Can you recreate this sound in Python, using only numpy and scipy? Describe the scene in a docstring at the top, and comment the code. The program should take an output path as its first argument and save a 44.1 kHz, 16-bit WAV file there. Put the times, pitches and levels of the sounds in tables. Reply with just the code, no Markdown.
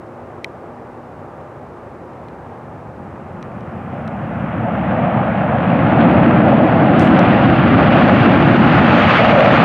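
"""Jet landing roll with reverse thrust

A passenger jet rolls out along a runway and opens its thrust reversers, heard across a wide strip of grass.
Rumble, buffet, roar and rush are coloured noises that grow as the engines spool up and the jet nears.
Passing swells make them waver; nearness brings out the treble; the ground echo hollows them near 400 Hz.
At the microphone, a struck shell ticks and a noise burst brushes; far traffic hums over a faint hiss.
"""
import sys
import numpy as np
from scipy import signal
from scipy.fft import rfft, irfft, next_fast_len
from scipy.io import wavfile
from scipy.ndimage import uniform_filter1d, minimum_filter1d

SR = 44100
rng = np.random.default_rng(int(sys.argv[2]) if len(sys.argv) > 2 else 0)


def transcribe(signal):
    """Save signal, clipped to [-1, 1], as a 16-bit WAV file at the path in sys.argv[1]."""
    frames = np.atleast_2d(signal).T
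    limited = np.clip(frames, -1, 1)
    pcm = np.round(limited * 32767).astype(np.int16)
    wavfile.write(sys.argv[1], SR, pcm)


N = 425124
TIME = np.arange(N) / SR
SIZE = next_fast_len(N, True)
FREQS = np.maximum(np.arange(SIZE // 2 + 1) * SR / SIZE, 1)


def from_db(db):
    """Decibels to gain."""
    return 10 ** (np.asarray(db) / 20)


def rms_one(x):
    """Scale to unit rms."""
    return x / np.sqrt(np.mean(x ** 2) + 1e-20)


def colour(points):
    """Gain at every frequency, falling 80 dB per octave beyond both ends."""
    hz, db = np.transpose(points)
    octaves_out = np.abs(np.log2(FREQS / np.clip(FREQS, hz[0], hz[-1])))
    return from_db(np.interp(np.log(FREQS), np.log(hz), db) - 80 * octaves_out)


def drift(rate_hz):
    """Slow random curve of rms 1 that changes about rate_hz times a second."""
    step = 40  # samples between random draws
    pole = np.exp(-2 * step * np.pi * rate_hz / SR)
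    draws = rng.standard_normal(N // step + 2002)
    slow = signal.lfilter([1], [1, -2 * pole, pole * pole], draws)[2000:]  # skip the filter's start
    return np.interp(np.arange(N) / step, np.arange(len(slow)), rms_one(slow))


def shaped(x, gains):
    """Filter by a gain at every frequency."""
    return irfft(rfft(x, SIZE) * gains, SIZE)[:N]


def noise(spectrum):
    """Steady noise of a given colour, rms 1."""
    return rms_one(shaped(rng.standard_normal(N), colour(spectrum)))


def blurred_tone(hz, width_hz):
    """Noise gathered in one resonance, rms 1."""
    resonance = 1 / (1 + ((FREQS - hz) / width_hz) ** 2)
    return rms_one(shaped(rng.standard_normal(N), resonance))


def eddies(spectrum, flutter_db, flutter_hz):
    """Turbulent noise: power evened over a quarter second, then a quick flutter; rms 1."""
    x = noise(spectrum)
    power = uniform_filter1d(x ** 2, size=SR // 4)
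    flutter = from_db(flutter_db * drift(flutter_hz))
    return rms_one(x / np.sqrt(power + 1e-9) * flutter)


def bump(centre_s, length_s):
    """A smooth rise to 1 and fall, centred on a moment."""
    return np.exp(-(2 * (TIME - centre_s) / length_s) ** 2)


# larger exhaust eddies, relative density: (frequency [Hz], density [dB])
RUMBLE_COLOUR = [(20, -37.5), (32, -36.5), (45, -30), (60, -19), (78, -11), (100, -4.5), (130, -3),
                 (160, -1), (190, 0), (228, -1.5)]
BUFFET_COLOUR = [(235, 0.5), (270, -0.5), (310, -1), (360, -5.5), (420, -14)]
FULL_THRUST_S = 5.093  # spool-up ends, thrust then holds


def jet(distance_m, levels_db, swells_db, deep_hz=110, deep_db_per_s=3.5, deep_most_db=6):
    """Large eddies rumble below the ground-echo dip; smaller ones buffet, roar and rush."""
    rumble_db, buffet_db, roar_db, rush_db = levels_db + swells_db
    # at part thrust the slower exhaust rumbles deeper
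    large = eddies(RUMBLE_COLOUR, flutter_db=0.5, flutter_hz=13)
    deep = shaped(large, 1 / (1 + (FREQS / deep_hz) ** 6))
    deepen_db = np.clip(deep_db_per_s * (FULL_THRUST_S - TIME), 0, deep_most_db)
    rumble = from_db(rumble_db) * (large + (from_db(deepen_db) - 1) * deep)
    buffet = from_db(buffet_db) * eddies(BUFFET_COLOUR, flutter_db=0.75, flutter_hz=8.7)
    roar = from_db(roar_db) * howling_roar()
    fine = from_db(rush_db) * rush(distance_m, swells_db[-1])
    return rumble + ground_dip(buffet + roar, distance_m) + fine


# reversed exhaust; rows rumble, buffet, roar, rush:
# (centre [Hz], full-thrust level at closest point before side loss [dB], spool-up rise [dB/s],
#  loss once the forward-thrown exhaust is heard from the side [dB])
EXHAUST_PARTS = [(160, -8.5, 10, 4), (290, -10, 16.5, 4.5), (630, -10.5, 11.5, 3), (1500, -17, 11, -1.7)]
SPEED_M_PER_S, ABEAM_S, CLOSEST_M = 70, 9.62, 157


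def roll_past():
    """Straight pass: distance, part levels from thrust, spreading and side shown, and swells."""
    hz, full_db, rise_db_per_s, side_loss_db = np.transpose(EXHAUST_PARTS)[:, :, None]
    distance_m = np.hypot(CLOSEST_M, SPEED_M_PER_S * (ABEAM_S - TIME))
    nearness = CLOSEST_M / distance_m
    side_on = nearness ** 4
    to_full_s = np.maximum(FULL_THRUST_S - TIME, 0)
    thrust_db = full_db - rise_db_per_s * to_full_s
    levels_db = thrust_db + 20 * np.log10(nearness) - side_loss_db * side_on
    return distance_m, levels_db, swells(hz)


# passing swells and fades: (centre time [s], length [s], peak change [dB], centre frequency [Hz])
SWELLS = [(4.46, 0.48, -3, 620), (5.25, 1.3, -3.5, 1300), (5.349, 1.01, -9.5, 304), (4.95, 0.49, 2.5, 763),
          (6.048, 0.55, 2.5, 1100), (6.15, .55, 5, 251), (6.278, .2, -2.5, 600), (6.501, .2, 2, 620),
          (6.687, .25, -2, 160), (6.698, .5, -2.2, 1500), (7.052, 0.17, 3, 310), (7.6, .45, -3.5, 730),
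          (7.95, .35, 2.5, 900), (8.52, .3, -1.8, 1500), (8.571, 0.57, -4.5, 600), (9.13, 0.23, 3.2, 1500),
          (9.27, 0.63, -7.5, 280), (9.363, .18, -1.5, 1500), (9.4, 0.22, 6.5, 630)]
SWELL_WIDTH_OCTAVES = 0.84


def swells(hz):
    """Passing level changes in dB, one row per frequency, each strongest near its centre frequency."""
    total_db = 0
    for centre_s, length_s, db, centre_hz in SWELLS:
        reach = np.exp(-(np.log2(hz / centre_hz) / SWELL_WIDTH_OCTAVES) ** 2)
        total_db = total_db + np.outer(db * reach, bump(centre_s, length_s))
    return total_db


# mid-size exhaust eddies, relative density: (frequency [Hz], density [dB])
ROAR_COLOUR = [(410, -8.5), (470, -4), (560, 0), (630, -.5), (720, 0), (840, -3), (1000, -12.5)]
# howls within the roar: (centre time [s], length [s], peak share of roar power [0-1], pitch [Hz])
HOWLS = [(5.001, .65, .42, 674), (6.523, .24, .38, 590), (8.72, .55, .25, 832), (9.402, 0.2, .7, 600)]


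def howling_roar(howl_width_hz=78):
    """Broad turbulence that at moments hands part of its power to a narrow, throaty howl."""
    howls, howl_share = np.zeros(N), np.zeros(N)
    for centre_s, length_s, peak_share, hz in HOWLS:
        share = peak_share * bump(centre_s, length_s)
        howls += np.sqrt(share) * blurred_tone(hz, howl_width_hz)
        howl_share += share
    broad = eddies(ROAR_COLOUR, flutter_db=1.08, flutter_hz=7.6)
    return howls + np.sqrt(np.maximum(1 - howl_share, 0)) * broad


# fine exhaust turbulence at NEAR_M, relative density: (frequency [Hz], density [dB])
RUSH_COLOUR = [(1000, -3.0), (1250, 0.0), (1600, -4), (2200, -8.5), (2700, -10.5), (3300, -17), (3900, -26),
               (4700, -32.5), (5300, -42), (6300, -46.5), (7500, -55), (9000, -65), (12000, -74)]
NEAR_M = 169.6
AIR_DB_PER_M, AIR_POWER = 0.0066, 1.623  # loss at 1 kHz, exponent of its growth with frequency


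def rush(distance_m, swell_db, brightens=0.46, shocks_per_s=260, crackle=0.43, shock_spread_db=3.5,
         shimmer_db=0.47, gust_db=0.33):
    """Fine turbulence and shocks; air takes treble with distance and bands shimmer; swells brighten."""
    hits = rng.random(N) < shocks_per_s / SR
    shocks = hits * from_db(shock_spread_db * np.minimum(rng.exponential(1, N), 4))
    source = rfft(rng.standard_normal(N) + crackle * rms_one(shocks), SIZE) * colour(RUSH_COLOUR)
    source /= np.std(irfft(source, SIZE))
    gust, out = gust_db * drift(9.4), np.zeros(N)
    for centre_hz in 1000 * 2 ** (np.arange(-2, 12) / 3):  # overlapping third-octave bands
        share = np.maximum(1 - 3 * np.abs(np.log2(FREQS / centre_hz)), 0)
        khz = centre_hz / 1000
        # loss relative to about 1.5 kHz; the overall level already follows thrust, distance and swells
        air_db = AIR_DB_PER_M * (khz ** AIR_POWER - 2) * (distance_m - NEAR_M)
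        bright_db = brightens * swell_db * np.log(khz / 2)
        waver_db = np.sqrt(khz) * (gust + shimmer_db * drift(8.1))
        out += irfft(source * share, SIZE)[:N] * from_db(waver_db + bright_db - air_db)
    return out


def ground_dip(x, distance_m, dip_hz=385, sharpness=3.4, full_depth_m=520):
    """The ground echo cancels one band, more fully the farther and flatter the path, up to 80 %."""
    band = signal.lfilter(*signal.iirpeak(dip_hz, sharpness, fs=SR), x)
    depth = np.clip((distance_m - NEAR_M) / (full_depth_m - NEAR_M), 0, 0.8)
    return x - depth * band


# ticks close to the microphone: (time [s], strike level [dB], high-pass cutoff [Hz])
TICKS = [(0.4444, -12, 1750), (2.134, -45, 2400), (2.2850, -38, 2000), (3.427, -28, 2500),
         (3.6080, -41, 2400), (4.0776, -28.5, 2700), (6.9951, -14.5, 4400), (7.1922, -15, 3000),
         (8.5905, -29, 5500), (9.4021, -20, 8500)]
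# modes of the small plastic body that ticks: (frequency [Hz], level [dB], 60 dB decay time [s])
SHELL_MODES = [(2000, -3.5, 0.014), (2400, -4.5, 0.0098), (3110, -7.5, 0.0073), (4020, -6.5, 0.0053),
               (5800, -10, 0.0035), (8370, -21.5, 0.0042), (10250, -28, 0.0064), (11250, -30, 0.0059),
               (13400, -30, .003)]


def ticks(chatter=0.082, chatter_s=0.0016):
    """A snap with brief chatter rings the shell's modes; a high-pass thins each tick."""
    t, out = np.arange(SR // 20) / SR, np.zeros(N)
    ring = np.zeros(len(t))
    for k, (hz, db, t60_s) in enumerate(SHELL_MODES):
        ring += (-1) ** k * from_db(db - 60 * t / t60_s) * np.sin(2 * np.pi * hz * t)
    for s, db, low_hz in TICKS:
        contact = (t == 0) + chatter * rng.standard_normal(len(t)) * np.exp(-t / chatter_s)
        tick = signal.fftconvolve(contact, ring)[:len(t)]
        highpass = signal.butter(4, low_hz, "high", fs=SR, output="sos")
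        at = round(s * SR)
        out[at:at + len(t)] += from_db(db) * signal.sosfilt(highpass, tick)
    return out


# brushing touch, relative density: (frequency [Hz], density [dB])
BRUSH_COLOUR = [(3500, -5), (4500, 2), (6500, -2.5), (8700, -4), (10000, -13.5), (12000, -15.5),
                (15500, -22.5)]
BRUSH_START_S, BRUSH_DB, BRUSH_ATTACK_S = 6.994, -51.5, 0.003
BRUSH_HOLD_S, BRUSH_FADE_DB_PER_S = 0.04, 140.5  # hold counts from the start


def brush(grain_db=2.5):
    """A short, bright rub at the microphone: noise that dies away unevenly."""
    age_s = TIME - BRUSH_START_S
    attack = np.clip(age_s / BRUSH_ATTACK_S, 0, 1)
    fade_db = BRUSH_FADE_DB_PER_S * np.maximum(age_s - BRUSH_HOLD_S, 0)
    level_db = BRUSH_DB - fade_db + grain_db * drift(90)
    return attack * from_db(level_db) * noise(BRUSH_COLOUR)


# far traffic and airport noise, relative density: (frequency [Hz], density [dB])
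TRAFFIC_COLOUR = [(22, -35.5), (40, -24), (65, -4.5), (100, 0.5), (140, -1), (200, -4.5), (290, -3),
                  (550, -2), (850, -5), (1200, -10), (1700, -18.5), (2300, -26), (3000, -34), (3600, -42)]
TRAFFIC_DB = -34.5
# distant engine drones: (frequency [Hz], level before the common drone_db trim [dB])
DRONES = [(143, -51), (241, -48), (352, -47), (528, -54.5), (807, -51.5), (1198, -56.5)]


def traffic(drone_width_hz=3.5, drone_db=-1):
    """A smooth distant wash of noise with a few blurred engine drones."""
    out = from_db(TRAFFIC_DB) * eddies(TRAFFIC_COLOUR, flutter_db=0.32, flutter_hz=5)
    for hz, db in DRONES:
        out += from_db(db + drone_db) * blurred_tone(hz, drone_width_hz)
    return out


# microphone hiss, relative density: (frequency [Hz], density [dB])
HISS_COLOUR = [(3600, -0.5), (4500, -3.0), (6000, -5.5), (8000, -7.5), (11000, -12), (15300, -19.5)]
HISS_DB = -68


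def hiss():
    """Steady microphone self-noise."""
    return from_db(HISS_DB) * noise(HISS_COLOUR)


# side filters for the jet and the traffic: (frequency [Hz], side re mid [dB])
JET_WIDTH = [(25, -22.5), (200, -38), (400, -27.5), (570, -36), (900, -26.5), (1300, -30), (2500, -29.5),
             (4000, -29.5), (8000, -14), (15000, -18)]
TRAFFIC_WIDTH = [(25, -19), (90, -37.5), (300, -27.5), (1000, -21.5), (2000, -18), (3600, -8.5)]
# extra side bass of the jet: (time [s], level [dB])
BASS_SPREAD = [(3.0, -30.5), (6.9, -41), (7.6, -20), (9.64, -21.5)]


def scene(bass_left=0.028, hiss_side=0.26, bass_hz=430):
    """Two close capsules hear nearly one field; bass leans left, its spread varying with time."""
    lowpass = signal.butter(2, bass_hz, fs=SR, output="sos")
    lowpass = np.vstack([lowpass, lowpass])
    passing = roll_past()
    mid = jet(*passing) + ticks() + brush() + traffic() + hiss()
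    scattered = jet(*passing)  # from other directions, unrelated to the direct sound
    side = shaped(scattered, colour(JET_WIDTH)) + shaped(traffic(), colour(TRAFFIC_WIDTH))
    spread_db = np.interp(TIME, *np.transpose(BASS_SPREAD))
    side += from_db(spread_db) * signal.sosfilt(lowpass, scattered)
    side += bass_left * signal.sosfiltfilt(lowpass, mid)
    side += hiss_side * hiss()
    return np.array([mid + side, mid - side])


LIMIT, CUTOFF_HZ = 0.97, 15700


def record(dry):
    """A fast look-ahead limiter holds the peaks; a steep low-pass cuts the top."""
    hold = SR // 150
    peak = np.abs(dry).max(axis=0)
    gain = minimum_filter1d(np.minimum(1, LIMIT / (peak + 1e-9)), size=2 * hold)
    gain = uniform_filter1d(uniform_filter1d(gain, size=hold), size=hold)
    lowpass = signal.ellip(10, 0.1, 80, CUTOFF_HZ, fs=SR, output="sos")
    return signal.sosfilt(lowpass, dry * gain)


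dry = scene()
out = record(dry)
transcribe(out)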